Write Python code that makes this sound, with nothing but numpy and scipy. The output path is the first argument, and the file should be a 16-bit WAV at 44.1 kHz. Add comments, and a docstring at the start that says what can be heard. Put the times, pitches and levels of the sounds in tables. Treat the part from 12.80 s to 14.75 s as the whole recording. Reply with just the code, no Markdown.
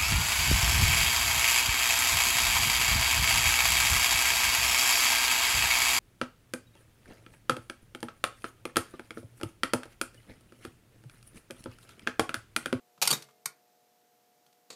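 """Film camera shot in a small room

A film camera fires close to the microphone: the mirror flips up, the shutter runs and the mirror drops
back with a thump. The release button springs back with a lighter click, and fingers tick on the body
and nudge the advance lever. Each contact is a burst of filtered noise, a metal ring and a low thump.
Noise pulses make the gear whirr; noise and long tones make the return spring's shiver.
A noise tail makes the room, and an appliance hums quietly behind in sine tones over soft noise."""
import sys
import numpy as np
from scipy import signal
from scipy.fft import rfft, irfft, next_fast_len
from scipy.io import wavfile
from scipy.ndimage import uniform_filter1d

SR = 44100
rng = np.random.default_rng(int(sys.argv[2]) if len(sys.argv) > 2 else 0)


def bounce(signal):
    """Save signal as a 16-bit WAV file at the path given by the first command-line argument."""
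    frames = np.transpose(np.atleast_2d(signal))
    limited = np.clip(frames, -1, 1)
    pcm = np.round(limited * 32767).astype(np.int16)
    wavfile.write(sys.argv[1], SR, pcm)


N = 85995  # length in samples


def amp(db):
    """Turn decibels into a gain."""
    return 10 ** (np.asarray(db) / 20)


def unit(x):
    """Scale to an rms of 1."""
    return x / np.sqrt(np.mean(x ** 2) + 1e-20)


def along(points, hz):
    """Read values between (pitch_hz, value) points on a log pitch axis."""
    point_hz, values = np.transpose(points)
    return np.interp(np.log(hz + 1), np.log(point_hz + 1), values)


def fade(t, t60):
    """Die away smoothly, falling 60 dB in t60 seconds."""
    return np.exp(-np.log(1000) * t / t60)


def causal(x, gain):
    """Minimum-phase filter, which responds as early as it can; gain spans 0 Hz to SR / 2."""
    size = 2 * (len(gain) - 1)
    cepstrum = irfft(np.log(gain + 1e-6))
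    # fold the second half onto the first, so that nothing sounds before its cause
    cepstrum[1:size // 2] *= 2
    cepstrum[size // 2 + 1:] = 0
    response = np.exp(rfft(cepstrum))
    return irfft(rfft(x, size) * response)[:len(x)]


def coloured(x, spectrum):
    """Filter x to the shape of a spectrum, with a filter of unit power."""
    hz = np.fft.rfftfreq(2 * next_fast_len(len(x)), 1 / SR)
    return causal(x, unit(amp(along(spectrum, hz))))


def ring(modes, t, scatter_db):
    """Sum damped sines of alternating sign, each struck with a slightly random strength."""
    out = np.zeros(len(t))
    for k, (hz, db, t60) in enumerate(modes):
        strength = (-1) ** k * amp(db + scatter_db * rng.normal())
        out += strength * fade(t, t60) * np.sin(2 * np.pi * hz * t)
    return out


def add(track, s, sound):
    """Mix a sound into the track at s seconds."""
    i = int(s * SR)
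    track[i:i + len(sound)] += sound[:len(track) - i]


# Appliance hum tones: pitch_hz, level_db (rms)
HUM_TONES = [(360, -90), (436, -87.5), (480, -78.5), (600, -85), (640, -88), (720, -72.5), (787, -92),
             (840, -85), (960, -91.5)]
# Colour of the soft room noise: pitch_hz, relative_level_db
AIR_COLOUR = [(25, -32.5), (75, -33.5), (130, -6.5), (230, -4), (330, -6.5), (450, -7), (700, -7.5),
              (950, -11.5), (1300, -11.5), (3000, -14.5), (6000, -14), (10000, -18.5), (12500, -14.5),
              (15000, -17)]
AIR_DB = -70


def background():
    """Steady hum tones, each starting at a random point of its cycle, over soft room noise."""
    t = np.arange(N) / SR
    hum = np.zeros(N)
    for hz, db in HUM_TONES:
        tone = np.sin(2 * np.pi * (hz * t + rng.random()))
        hum += np.sqrt(2) * amp(db) * tone  # sqrt(2) turns rms into peak
    return hum + amp(AIR_DB) * coloured(rng.standard_normal(N), AIR_COLOUR)


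EVEN_HZ = 313  # a crack's spectrum is even over bands of this width


def burst(t, t60):
    """A dying burst of dense vibration, evened out so that it has no colour of its own."""
    noise = rng.standard_normal(len(t)) * fade(t, t60)
    power = np.abs(rfft(noise, 2 * len(t))) ** 2
    smooth_power = uniform_filter1d(power, int(2 * EVEN_HZ * len(t) / SR))
    return causal(noise, unit(np.abs(smooth_power) ** -.5))


# Contacts inside the camera: start_s, level_db, t60_s, thump_db (relative to level_db), part (a name)
CONTACTS = [ (0.1772, -51.5, 0.0347, -3.5, "finger"), (0.2160, -19, 0.04, -27.5, "mirror"),
            (0.2234, -14.5, 0.048, -31.5, "mirror"), (0.2290, -22.5, .04, -25, "mirror"),
            (0.2432, -37, .02, -27.5, "mirror"), (0.2532, -22.5, 0.023, -22.5, "mirror"),
            (0.2744, -10.5, .022, -30.5, "curtain"), (0.2767, -6, 0.013, -38, "curtain"),
            (0.3049, -18.5, 0.075, -31, "stop"), (0.3120, -11.5, 0.022, -17, "stop"),
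            (0.3269, -20.5, 0.077, -10, "rebound"), (0.3353, -38, .025, -11, "rebound"),
            (0.423, -37, 0.028, -25.5, "tick"), (0.4400, -52, 0.036, -19.5, "tick"),
            (0.4865, -57.5, .1, -17.5, "finger"), (0.509, -60.5, .03, -7, "tick"),
            (0.6563, -29, 0.011, -25.5, "button"), (0.6580, -14.5, 0.014, -30.5, "button"),
            (0.6610, -19.5, 0.012, -39.5, "button"), (1.6640, -46, 0.011, -25.5, "tick"),
            (1.7280, -56.5, 0.022, -28, "tick"), (1.9025, -38, 0.075, -24, "lever"),
            (1.9250, -48.5, 0.13, -24, "lever")]
# Colour of each part's dense, short ring, by part name: pitch_hz, relative_level_db (per Hz)
PART_COLOURS = { "mirror": [(120, -29), (200, -13), (338, -21.5), (503, -5.5), (636, -10), (833, -4.5),
                (1260, -8.5), (1690, -11), (2130, -13.5), (2380, -3), (3540, -9), (3800, -4.5), (4720, -4),
                (5070, -6.5), (7020, -5), (8120, -13), (8720, -9), (13500, -11.5), (15000, -21)],
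                "curtain": [(120, -46), (200, -19), (696, -17.5), (980, 1.5), (1240, -12), (1720, -11.5),
                (2290, 1), (3290, -6.5), (4010, -8), (4240, -9), (4720, 5), (5070, -6), (5450, 5.5),
                (5860, -5), (7830, -5.5), (9210, 0.5), (10600, -6.5), (11400, -2.5), (15000, -21)],
                "stop": [(120, -54.5), (200, -13), (459, -15), (696, -17), (1240, -11), (1910, -22),
                (2460, -13.5), (2700, -11.5), (3060, -9), (3540, -12), (4160, -13.5), (4550, 2.5),
                (5170, -26.5), (5450, -16), (7830, -13), (8880, -6.5), (9550, -14), (13500, -15),
                (15000, -32)], "rebound": [(120, -37.5), (200, -10.5), (963, -8), (1260, -5.5),
                (1980, -12.5), (2330, -7), (2700, -19), (3410, -19.5), (3730, 4.5), (4090, -10),
                (4550, -9.5), (7150, -4.5), (8260, -14), (12700, -11), (15000, -16.5)],
                "button": [(120, -46), (200, -16), (376, -30), (591, -25), (1070, 1), (1430, -11.5),
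                (2060, 1), (2510, -6.5), (3120, -11), (3350, -12), (4090, -1), (4550, 1), (6080, -2.5),
                (6530, 1), (7020, -3.5), (9210, 1.5), (10300, -9), (11200, 0.5), (15000, -18)],
                "lever": [(88, -29.5), (150, -9), (416, -0.5), (612, -1.5), (772, -10.5), (1130, -4.5),
                (1670, -10), (2650, -6.5), (2920, -12.5), (4540, -0.5), (5100, -10), (6180, -11.5),
                (6680, -4.5), (8100, -8), (10800, -23), (12100, -18), (15000, -31)], "tick": [(200, -16.5),
                (1000, -8), (2000, -5.5), (3500, -1), (6000, -2.5), (10000, -7), (15000, -16.5)],
                "finger": [(150, -17.5), (700, -1.5), (1200, 8.5), (1800, -6.5), (2700, -4.5), (4000, -8),
                (6000, -11), (14000, -24)]}
# Ring of the metal top plate and springs: pitch_hz, level_db (relative to the contact), t60_s
METAL_MODES = [(1423, -29, 0.11), (2351, -39, 0.088), (3070, -32.5, 0.069), (3743, -31.5, .09),
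               (4300, -43.5, .12), (4480, -34, .11), (4540, -37.5, 0.1), (4735, -35.5, .1),
               (5620, -34.5, .09), (8340, -38, .1), (8630, -32.5, .11)]
# Low tones of the hollow body: pitch_hz, level_db (relative to the thump), t60_s
BODY_MODES = [(131.3, -5.5, 0.1), (155.7, -4, 0.095), (209.4, -10, 0.17), (334.9, -21, 0.24),
              (393, -20.5, .2), (447, -13.5, .25), (571, -7, 0.052)]
ATTACK_S, THUMP_ATTACK_S = 0.000398, 0.0034  # time constants of the rise


def contacts():
    """Each contact is a crack in its part's colour, a metal ring and a slower-rising thump of the body."""
    out, t = np.zeros(N), np.arange(SR // 2) / SR
    attack = 1 - np.exp(-t / ATTACK_S)
    thump_attack = 1 - np.exp(-t / THUMP_ATTACK_S)
    for s, db, t60, thump_db, part in CONTACTS:
        crack = coloured(burst(t, t60), PART_COLOURS[part])
        metal = ring(METAL_MODES, t, scatter_db=0.5)
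        thump = amp(thump_db) * ring(BODY_MODES, t, scatter_db=0.1) * thump_attack
        add(out, s, amp(db) * ((crack + metal) * attack + thump))
    return out


# the timing gears run while the shutter is open
GEAR_START_S, GEAR_STOP_S, GEAR_RATE_HZ = .238, .303, 330
GEAR_DB, GEAR_T60_S = -35, 0.017


def gears():
    """A brief whirr: slightly uneven tooth clicks swell and fade a noise in the mirror's colour."""
    drive, t = np.zeros(N), np.arange(SR // 20) / SR
    for k, (late, size) in enumerate(rng.random((64, 2))):
        s = GEAR_START_S + (k + late / 2) / GEAR_RATE_HZ  # up to half a click late
        if s < GEAR_STOP_S:
            add(drive, s, (.5 + size) * fade(t, GEAR_T60_S))
    whirr = drive * rng.standard_normal(N)
    return amp(GEAR_DB) * coloured(whirr, PART_COLOURS["mirror"])


# Faint, long tones of the return spring: pitch_hz, level_db (starting peak), t60_s
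SPRING_TONES = [(433, -62.5, 1.2), (641, -65, 1.6), (788, -66.5, 1.2), (2125, -58, .6)]
# Colour of the spring's shiver: pitch_hz, relative_level_db (per Hz)
SPRING_COLOUR = [(100, -7.5), (200, -5.5), (450, -2), (700, -8), (1200, 0.5), (1800, -7.5), (2400, -7.5),
                 (4500, -1), (6000, -4), (9000, -3), (15000, -14.5)]
SPRING_START_S, SHIVER_DB, SHIVER_T60_S = .33, -41.5, 0.3


def spring():
    """The return spring shivers densely after the mirror drops, then sings faintly in a few long tones."""
    out, t = np.zeros(N), np.arange(SR) / SR
    noise = rng.standard_normal(len(t)) * fade(t, SHIVER_T60_S)
    shiver = amp(SHIVER_DB) * coloured(noise, SPRING_COLOUR)
    add(out, SPRING_START_S, shiver + ring(SPRING_TONES, t, scatter_db=0))
    return out


# How long the room rings: pitch_hz, t60_s
ROOM_T60 = [(130, 0.34), (500, 0.26), (2000, 0.22), (8000, 0.14), (15000, 0.16)]
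# Colour of the room's tail: pitch_hz, relative_level_db
ROOM_COLOUR = [(100, -2), (500, 1), (2000, 3), (8000, -1), (15000, -2)]
ROOM_DB, ROOM_DELAY_S = -14, .008


def room(x):
    """The small room's short tail: noise in which each frequency dies at its own speed."""
    hz, t, bands = signal.stft(rng.standard_normal(SR // 2), SR, nperseg=256)
    band_t60 = along(ROOM_T60, hz)[:, None]
    tail = signal.istft(bands * fade(t, band_t60), SR)[1]
    tail = coloured(tail, ROOM_COLOUR)
    tail = tail / np.linalg.norm(tail)
    tail = np.pad(tail, (int(ROOM_DELAY_S * SR), 0))
    return amp(ROOM_DB) * signal.fftconvolve(x, tail)[:N]


def scene():
    """Mix the camera, its room and the background into one channel."""
    camera = contacts() + gears() + spring()
    return (camera + room(camera) + background())[None]


LOW_CUT_HZ, TOP_HZ = 60, 15450


def record(dry):
    """The recorder cuts the deep bass and keeps almost nothing above its band limit."""
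    low_cut = signal.butter(2, LOW_CUT_HZ, "high", fs=SR, output="sos")
    band_limit = signal.ellip(10, .2, 80, TOP_HZ, fs=SR, output="sos")  # 0.2 dB ripple, 80 dB cut
    thin = signal.sosfilt(low_cut, dry)
    return signal.sosfilt(band_limit, thin)


dry = scene()
out = record(dry)
bounce(out)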